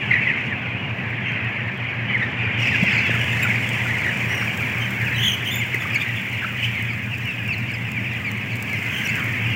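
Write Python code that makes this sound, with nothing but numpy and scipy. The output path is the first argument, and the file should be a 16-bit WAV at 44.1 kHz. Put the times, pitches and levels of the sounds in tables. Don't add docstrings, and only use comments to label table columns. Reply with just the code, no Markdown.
import sys
import numpy as np
from scipy import signal
from scipy.fft import rfft, irfft, next_fast_len
from scipy.io import wavfile

SR = 44100
rng = np.random.default_rng(int(sys.argv[2]) if len(sys.argv) > 2 else 0)


def waveform_to_disk(signal):
    frames = np.transpose(np.atleast_2d(signal))
    scaled = np.clip(frames, -1, 1) * 32767
    samples = np.round(scaled).astype(np.int16)
    wavfile.write(sys.argv[1], SR, samples)


N = 421155
TIME = np.arange(N) / SR


def from_db(db):
    return 10 ** (np.asarray(db) / 20)


def unit_rms(x):
    return x / np.sqrt(np.mean(x ** 2) + 1e-20)


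def gains_in_time(rows):
    seconds, *columns = np.transpose(rows)
    return [from_db(np.interp(TIME, seconds, db)) for db in columns]


def gain_at(spectrum, hz):
    points, db = np.transpose(spectrum)
    return from_db(np.interp(np.log(hz + 1e-9), np.log(points), db))


def noise(spectrum):
    size = next_fast_len(N)
    colour = gain_at(spectrum, np.fft.rfftfreq(size, 1 / SR))
    return unit_rms(irfft(rfft(rng.standard_normal(size)) * colour, size)[:N])


def drift(rate_hz, size=N):
    steps = TIME[:size] * rate_hz + rng.random()
    knots = rng.standard_normal(int(steps[-1]) + 2)
    return np.sqrt(3 / 2) * np.interp(steps, np.arange(len(knots)), knots)


def split(x, hz, order=4):
    low = signal.sosfiltfilt(signal.butter(order, hz, fs=SR, output="sos"), x)
    return low, x - low


def add(out, start_s, sound):
    i = int(start_s * SR)
    first, last = max(i, 0), min(i + len(sound), N)
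    if last > first:
        out[first:last] += sound[first - i:last - i]


def shed(x, wet_db, t60_s=1):
    t = TIME[:SR]
    dull, _ = split(rng.standard_normal(SR), 7600, order=1)
    tail = dull * from_db(-60 * t / t60_s) * (t > .006)
    return x + from_db(wet_db) * signal.fftconvolve(x, tail / np.linalg.norm(tail))[:N]


TRILL_RATE_HZ = 40.96


def syrinx(length_s, start_hz, middle_hz, end_hz, depth_hz, rate_hz):
    t = TIME[:max(int(length_s * SR), 64)]
    u = t / t[-1]
    pitch = start_hz + (end_hz - start_hz) * u + (2 * middle_hz - start_hz - end_hz) * 2 * u * (1 - u)
    if depth_hz:
        arches = np.abs(np.cos(np.pi * rate_hz * t + 0.305 * drift(44.96, len(t))))
        pitch = pitch + 2 * depth_hz * (arches - 2 / np.pi)
    swell = np.sqrt(np.abs(np.sin(np.pi * u ** 1.15)))
    return pitch, swell


# frequency in Hz, gain in dB.
OVERTONES_AT_MIC = [(3000, -3), (7200, -3), (10000, -14), (14500, 4), (17000, 2.5)]


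def whistle(pitch, overtones_db, rough):
    size = len(pitch)
    jitter = 0.01 * drift(130, size) + (0.0045 + 0.016 * rough) * drift(1100, size)
    phase = 2 * np.pi * np.cumsum(pitch * (1 + jitter)) / SR
    strain = np.clip(rough + max(pitch.mean() - 2700, 0) / 700, 0, 1)
    step_db = -10 + 6 * strain
    overtones = np.zeros(size)
    for k in range(2, 6):
        level = from_db(step_db * (k - 1) + 2.9 * drift(90, size))
        overtones += gain_at(OVERTONES_AT_MIC, k * pitch) * level * np.sin(k * phase)
    flutter = from_db((2.22 + 1.1 * rough) * drift(180, size))
    rasp = 1 + 0.17 * rough * drift(1500, size)
    return flutter * rasp * (np.sin(phase) + from_db(overtones_db) * overtones)


# pitch in Hz, gain in dB.
VOICE_STRENGTH = [(710, -52), (1200, 5.5), (1330, -10), (1710, -1), (2090, 2), (2480, 2), (2840, -4),
                  (4000, -29), (5200, -68), (8800, -120)]


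def crowd(count, spread_db, fall, overtones_db=None):
    out = np.zeros(N)
    for when, size, height, slope, arch, trill, rate, distance in rng.random((count, 8)):
        hz = 1400 + 2200 * height
        middle_hz = hz * (1 + 0.0815 * (arch - .3))
        drop = fall * (slope + 0.086)
        trilled = trill < 1 / 3
        pitch, swell = syrinx(.018 + .065 * size ** 2, hz * (1 + drop / 2), middle_hz, hz * (1 - drop / 2),
                              depth_hz=180 * trilled, rate_hz=TRILL_RATE_HZ * (.5 + rate))
        if overtones_db is None:
            tone = np.sin(2 * np.pi * np.cumsum(pitch) / SR)
        else:
            tone = whistle(pitch, overtones_db, rough=trilled / 2)
        level = from_db(spread_db * distance) * gain_at(VOICE_STRENGTH, pitch)
        add(out, when * (N / SR + .05) - .05, level * swell * tone)
    return unit_rms(out)


# time in seconds, relative levels in dB of the peeps above 2 kHz and of the chirps below.
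CHORUS_LEVELS = [(0, -25.5, -33.5), (0.6, -31, -35.5), (1, -33, -40.5), (1.3, -29.5, -35), (1.8, -31, -37),
                 (2.45, -28, -35), (2.7, -24, -36), (3.0, -22.5, -31.5), (3.4, -25.5, -33),
                 (4.3, -29, -33.5), (5.0, -30, -31), (5.6, -30.0, -37.5), (6.0, -29, -36),
                 (6.75, -29, -39.5), (7.05, -33, -40.5), (8.6, -32, -41.5), (9.1, -28.5, -28.5),
                 (9.55, -29.5, -36.5)]


def flock():
    far = sum(shed(crowd(count=1000, spread_db=-5.5, fall=0.2947), wet_db=-1) for _ in range(3))
    middle = shed(crowd(count=850, spread_db=3.5, fall=0.35, overtones_db=-17), wet_db=-9)
    chirps, peeps = split(unit_rms(far) + unit_rms(middle), 2036)
    peep_gain, chirp_gain = gains_in_time(CHORUS_LEVELS)
    return from_db(0.46) * peep_gain * unit_rms(peeps) + from_db(0.1) * chirp_gain * unit_rms(chirps)


# time in seconds, relative level in dB.
HUM_LEVELS = [(0, -49), (.8, -38.5), (1.6, -40), (3, -31.5), (4.6, -36.5), (5.15, -33), (6.3, -42),
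              (6.8, -33), (7.35, -40), (8, -35), (8.6, -41), (9.5, -37)]
# multiple of the shaft rate, relative level in dB.
FAN_PARTIALS = [(3, -9.5), (4, 0), (5, -12), (6, -12.5), (7, -9.5), (8, -17), (9, -15)]
BLADES, BLADE_TONES_HZ, FANS_IN_STEP_S = 4, (113.97, 119.35), 2.97


def fans():
    level, = gains_in_time(HUM_LEVELS)
    first_phase, second_phase = (2 * np.pi * hz * (TIME - FANS_IN_STEP_S) for hz in BLADE_TONES_HZ)
    first_fan = np.zeros(N)
    for k, db in FAN_PARTIALS:
        strength = from_db(db + 1.5 * drift(3))
        sideband_wander = (k != BLADES) * .6 * drift(2)
        first_fan += strength * np.cos(k / BLADES * first_phase + sideband_wander)
    second_fan = from_db(2) * np.cos(second_phase) + from_db(-17.5) * np.cos(2 * second_phase)
    motor = from_db(-42.5 + 2 * drift(2)) * np.sin(2 * np.pi * 100.6 * TIME)
    return np.sqrt(2) * level * (first_fan + second_fan) + motor


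# time in seconds, relative levels in dB of rumble and of rush.
AIR_LEVELS = [(0.0, -31, -39), (1.86, -36, -40), (2.58, -31.5, -37.5), (4.36, -33, -38), (6.97, -37, -45),
              (9.36, -32, -41.5), (9.55, -30.5, -41)]
# frequency in Hz, gain in dB.
RUMBLE_COLOUR = [(25, -39), (45, -34), (65, -19.5), (85, -3), (115, 6.5), (160, -2.5), (200, 0.5),
                 (255, -5.5), (300, -11), (400, -21), (900, -59)]
RUSH_COLOUR = [(150, -40.5), (330, 3), (600, 0.5), (1000, 0.5), (1400, -4), (2500, -8.5), (4000, -22),
               (9000, -50)]


def air():
    rumble_gain, rush_gain = gains_in_time(AIR_LEVELS)
    return from_db(3) * (rumble_gain * noise(RUMBLE_COLOUR) + rush_gain * noise(RUSH_COLOUR))


# time in seconds, relative level in dB.
HISS_LEVELS = [(3.2, -43), (4.49, -44), (6.81, -48), (6.95, -50.5), (8.59, -50), (8.73, -46), (9.02, -43),
               (9.55, -47.5)]
# frequency in Hz, gain in dB.
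HISS_COLOUR = [(2300, -28.5), (3900, -2), (4500, 1), (5500, 2.5), (6400, 0), (7400, -0.5), (8500, -6.5),
               (10000, -10.5), (12500, -7.5), (14800, 0), (15800, 0.5)]


def rustle_and_hiss():
    level, = gains_in_time(HISS_LEVELS)
    return level * noise(HISS_COLOUR) * from_db(-1 + 1.53 * drift(200))


def near_call(length_s, hz, db, overtones_db, fall, arch=0, depth_hz=0):
    start_hz, end_hz = hz * (1 + fall / 2 - arch), hz * (1 - fall / 2 - arch)
    pitch, swell = syrinx(length_s, start_hz, hz, end_hz, depth_hz, TRILL_RATE_HZ)
    rough = 0.68 * min(depth_hz / 220, 1)
    return from_db(db + 1.5) * swell * whistle(pitch, overtones_db, rough)


# start in seconds, length in seconds,
# mid-call pitch in Hz, relative level in dB, overtone gain in dB.
NEAR_PEEPS = [(0.108, .014, 2068, -13, -12), (0.504, .04, 1790, -25, -18), (1.958, 0.095, 1700, -38, -21),
              (2.142, 0.031, 2000, -18.5, -17), (2.715, 0.045, 1760, -22, -17),
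              (2.947, 0.054, 2280, -25.5, -7), (3.095, 0.028, 1680, -24.5, -25),
              (3.132, 0.028, 1470, -28, -14), (3.439, 0.028, 1450, -25, -14), (3.493, 0.03, 2160, -18, -28),
              (3.846, 0.028, 1450, -29.5, -22), (4.394, 0.04, 1630, -32, -20),
              (5.593, .043, 2200, -24, -26), (5.735, 0.018, 2140, -21, -25),
              (6.88, 0.039, 2370, -23.5, -16), (7.095, 0.083, 2620, -31, -20), (7.25, 0.08, 2760, -26, -17),
              (7.317, .055, 2540, -31, -11), (7.48, 0.059, 2600, -24.5, -15), (7.688, .035, 2380, -36, -6),
              (7.522, 0.0293, 2180, -28, -2), (7.561, 0.059, 2540, -33, -10),
              (7.736, 0.023, 2420, -29, -3.5), (7.955, 0.044, 2290, -23.5, -21),
              (8.089, 0.045, 2700, -31, -12), (8.241, 0.064, 2290, -25.5, -9.5),
              (8.485, .045, 2540, -36, -14), (8.516, 0.032, 2150, -30, -4),
              (8.714, 0.051, 2130, -25.5, -12)]
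# start in seconds, length in seconds, mid-call pitch in Hz,
# trill depth in Hz, relative level in dB, overtone gain in dB.
NEAR_TRILLS = [(0.122, .026, 2154, 150, -14, -13.5), (0.15, 0.025, 1957, 145, -22, -20),
               (0.248, 0.069, 1950, 77, -21.5, -30), (0.772, 0.14, 2860, 20, -35, -14),
               (1.226, 0.15, 3110, 110, -37, -5), (2.068, .08, 2990, 116, -30, -19),
               (2.19, 0.058, 1930, 130, -24, -11), (2.573, 0.15, 2660, 190, -23.5, -11),
               (2.893, 0.08, 2410, 250, -21, -13.5), (4.038, 0.068, 1920, 110, -23, -16),
               (4.278, 0.18, 2830, 110, -32.5, 0), (4.798, 0.073, 3080, 60, -31, -12),
               (5.15, 0.12, 3056, 220, -24, -12.5), (5.212, 0.099, 3240, 190, -21.5, -14),
               (5.282, 0.071, 3080, 165, -24.5, -8), (5.447, .06, 3060, 214, -24, -11),
               (5.923, 0.053, 2414, 200, -22.5, -14), (5.994, .05, 2300, 150, -23.5, -16),
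               (5.998, 0.028, 3480, 220, -31.5, -14), (6.147, 0.065, 3370, 160, -39, -14),
               (6.412, 0.0456, 1604, 180, -24.5, -13), (6.625, 0.04, 2860, 305, -19, -19.5),
               (8.894, 0.15, 3090, 170, -33, -10.5), (9.037, 0.0359, 2800, 230, -28.5, -7),
               (9.077, 0.034, 2350, 190, -30, -4)]
# pitch in Hz, share of it lost over the call.
FALL_BY_PITCH = [(2400, 0.1616), (3000, 0.018)]
NEAR_SQUEAKS = [(3.315, 0.022, 3640, -39, 1), (3.42, 0.031, 3700, -43, 9), (5.14, 0.037, 3970, -38, -7),
                (5.504, 0.052, 3530, -29.5, -5), (5.55, 0.032, 3600, -38, 7.5),
                (5.577, 0.03, 3600, -39, 4.5), (5.8, 0.025, 3460, -37, -3)]


def near_birds(stray_count=70):
    strays = [(when * N / SR, 0.0259 + 0.045 * size, 1610 + 1245 * height, -43 - 0.5 * distance, -1)
              for when, size, height, distance in rng.random((stray_count, 4))]
    calls = [(start, near_call(*peep, fall=0.225, arch=0.022)) for start, *peep in NEAR_PEEPS + strays]
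    for start, length_s, hz, depth_hz, db, overtones_db in NEAR_TRILLS:
        fall = np.interp(hz, *np.transpose(FALL_BY_PITCH))
        calls.append((start, near_call(length_s, hz, db, overtones_db, fall, depth_hz=depth_hz)))
    calls += [(start, near_call(*squeak, fall=0.041, arch=0.077)) for start, *squeak in NEAR_SQUEAKS]
    out = np.zeros(N)
    for start, call in calls:
        add(out, start, call)
        for echo_s in rng.uniform(0.0028, 0.02, 2):
            add(out, start + echo_s, from_db(-13) * call)
    return out


# start in seconds, relative level in dB.
LOUD_PECKS = [(1.32, -25), (1.445, -27), (1.775, -27), (2.832, -26), (2.838, -30), (3.69, -25),
              (4.5744, -27), (5.745, -25.5), (7.182, -32), (7.9174, -32), (8.3153, -28), (8.556, -28.5),
              (8.6248, -24), (8.73, -30), (9.0734, -27)]
# frequency in Hz, gain in dB.
TICK_COLOUR = [(400, -21.5), (1500, 3), (5000, 1.5), (7300, 6), (10500, -8.5), (15000, 8), (17000, -16)]


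def pecking(faint_count=60, decay_s=0.0029):
    faint = [(when * N / SR, -41 + 12 * size ** 2) for when, size in rng.random((faint_count, 2))]
    envelope = np.zeros(N)
    for start, db in LOUD_PECKS + faint:
        add(envelope, start, from_db(db - 5.5) * np.exp(-TIME[:2000] / decay_s))
    return envelope * noise(TICK_COLOUR)


# start in seconds, pitch in Hz, length in seconds, level in dB.
CASING_BUMPS = [(2.822, 186, 0.02, -10), (2.836, 623, 0.01, -21.5), (3.094, 453, 0.0039, -14.5),
                (5.739, 393, 0.014, -25)]


def hand_bumps():
    out = np.zeros(N)
    for start, hz, length_s, db in CASING_BUMPS:
        t = TIME[:int(length_s * SR)]
        add(out, start, from_db(db) * np.hanning(len(t)) * np.sin(2 * np.pi * hz * t))
    return out


# start in seconds, gains in dB at 3.9-7 kHz, at 7-11 kHz and above 11 kHz.
PORT_GRIPS = [(0, -9.5, -10.5, -19), (.5, -14.5, -16, -20), (2.12, -11, -12, -21), (2.56, 1.5, -1.5, -7),
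              (3.08, -0.5, 5, -2), (4.2, -1, 4, 1.5)]


def covered_port(x, slide_s=0.045):
    rows = [PORT_GRIPS[0]]
    for (_, *before), (start, *after) in zip(PORT_GRIPS, PORT_GRIPS[1:]):
        rows += [(start, *before), (start + slide_s, *after)]
    treble_gain, upper_gain, top_gain = gains_in_time(rows)
    body, rest = split(x, 3900)
    treble, rest = split(rest, 7000)
    upper, top = split(rest, 11000)
    return body + treble_gain * treble + upper_gain * upper + top_gain * top


def scene():
    birds = flock() + shed(near_birds(), wet_db=-17.5)
    return (birds + fans() + air() + rustle_and_hiss() + pecking() + hand_bumps())[None]


def record(dry, notch_hz=7920, cutoff_hz=15750):
    shaded = covered_port(dry)
    notched = signal.lfilter(*signal.iirnotch(notch_hz, Q=63, fs=SR), shaded)
    return signal.sosfilt(signal.ellip(10, .2, 80, cutoff_hz, fs=SR, output="sos"), notched)


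dry = scene()
out = record(dry)
waveform_to_disk(out)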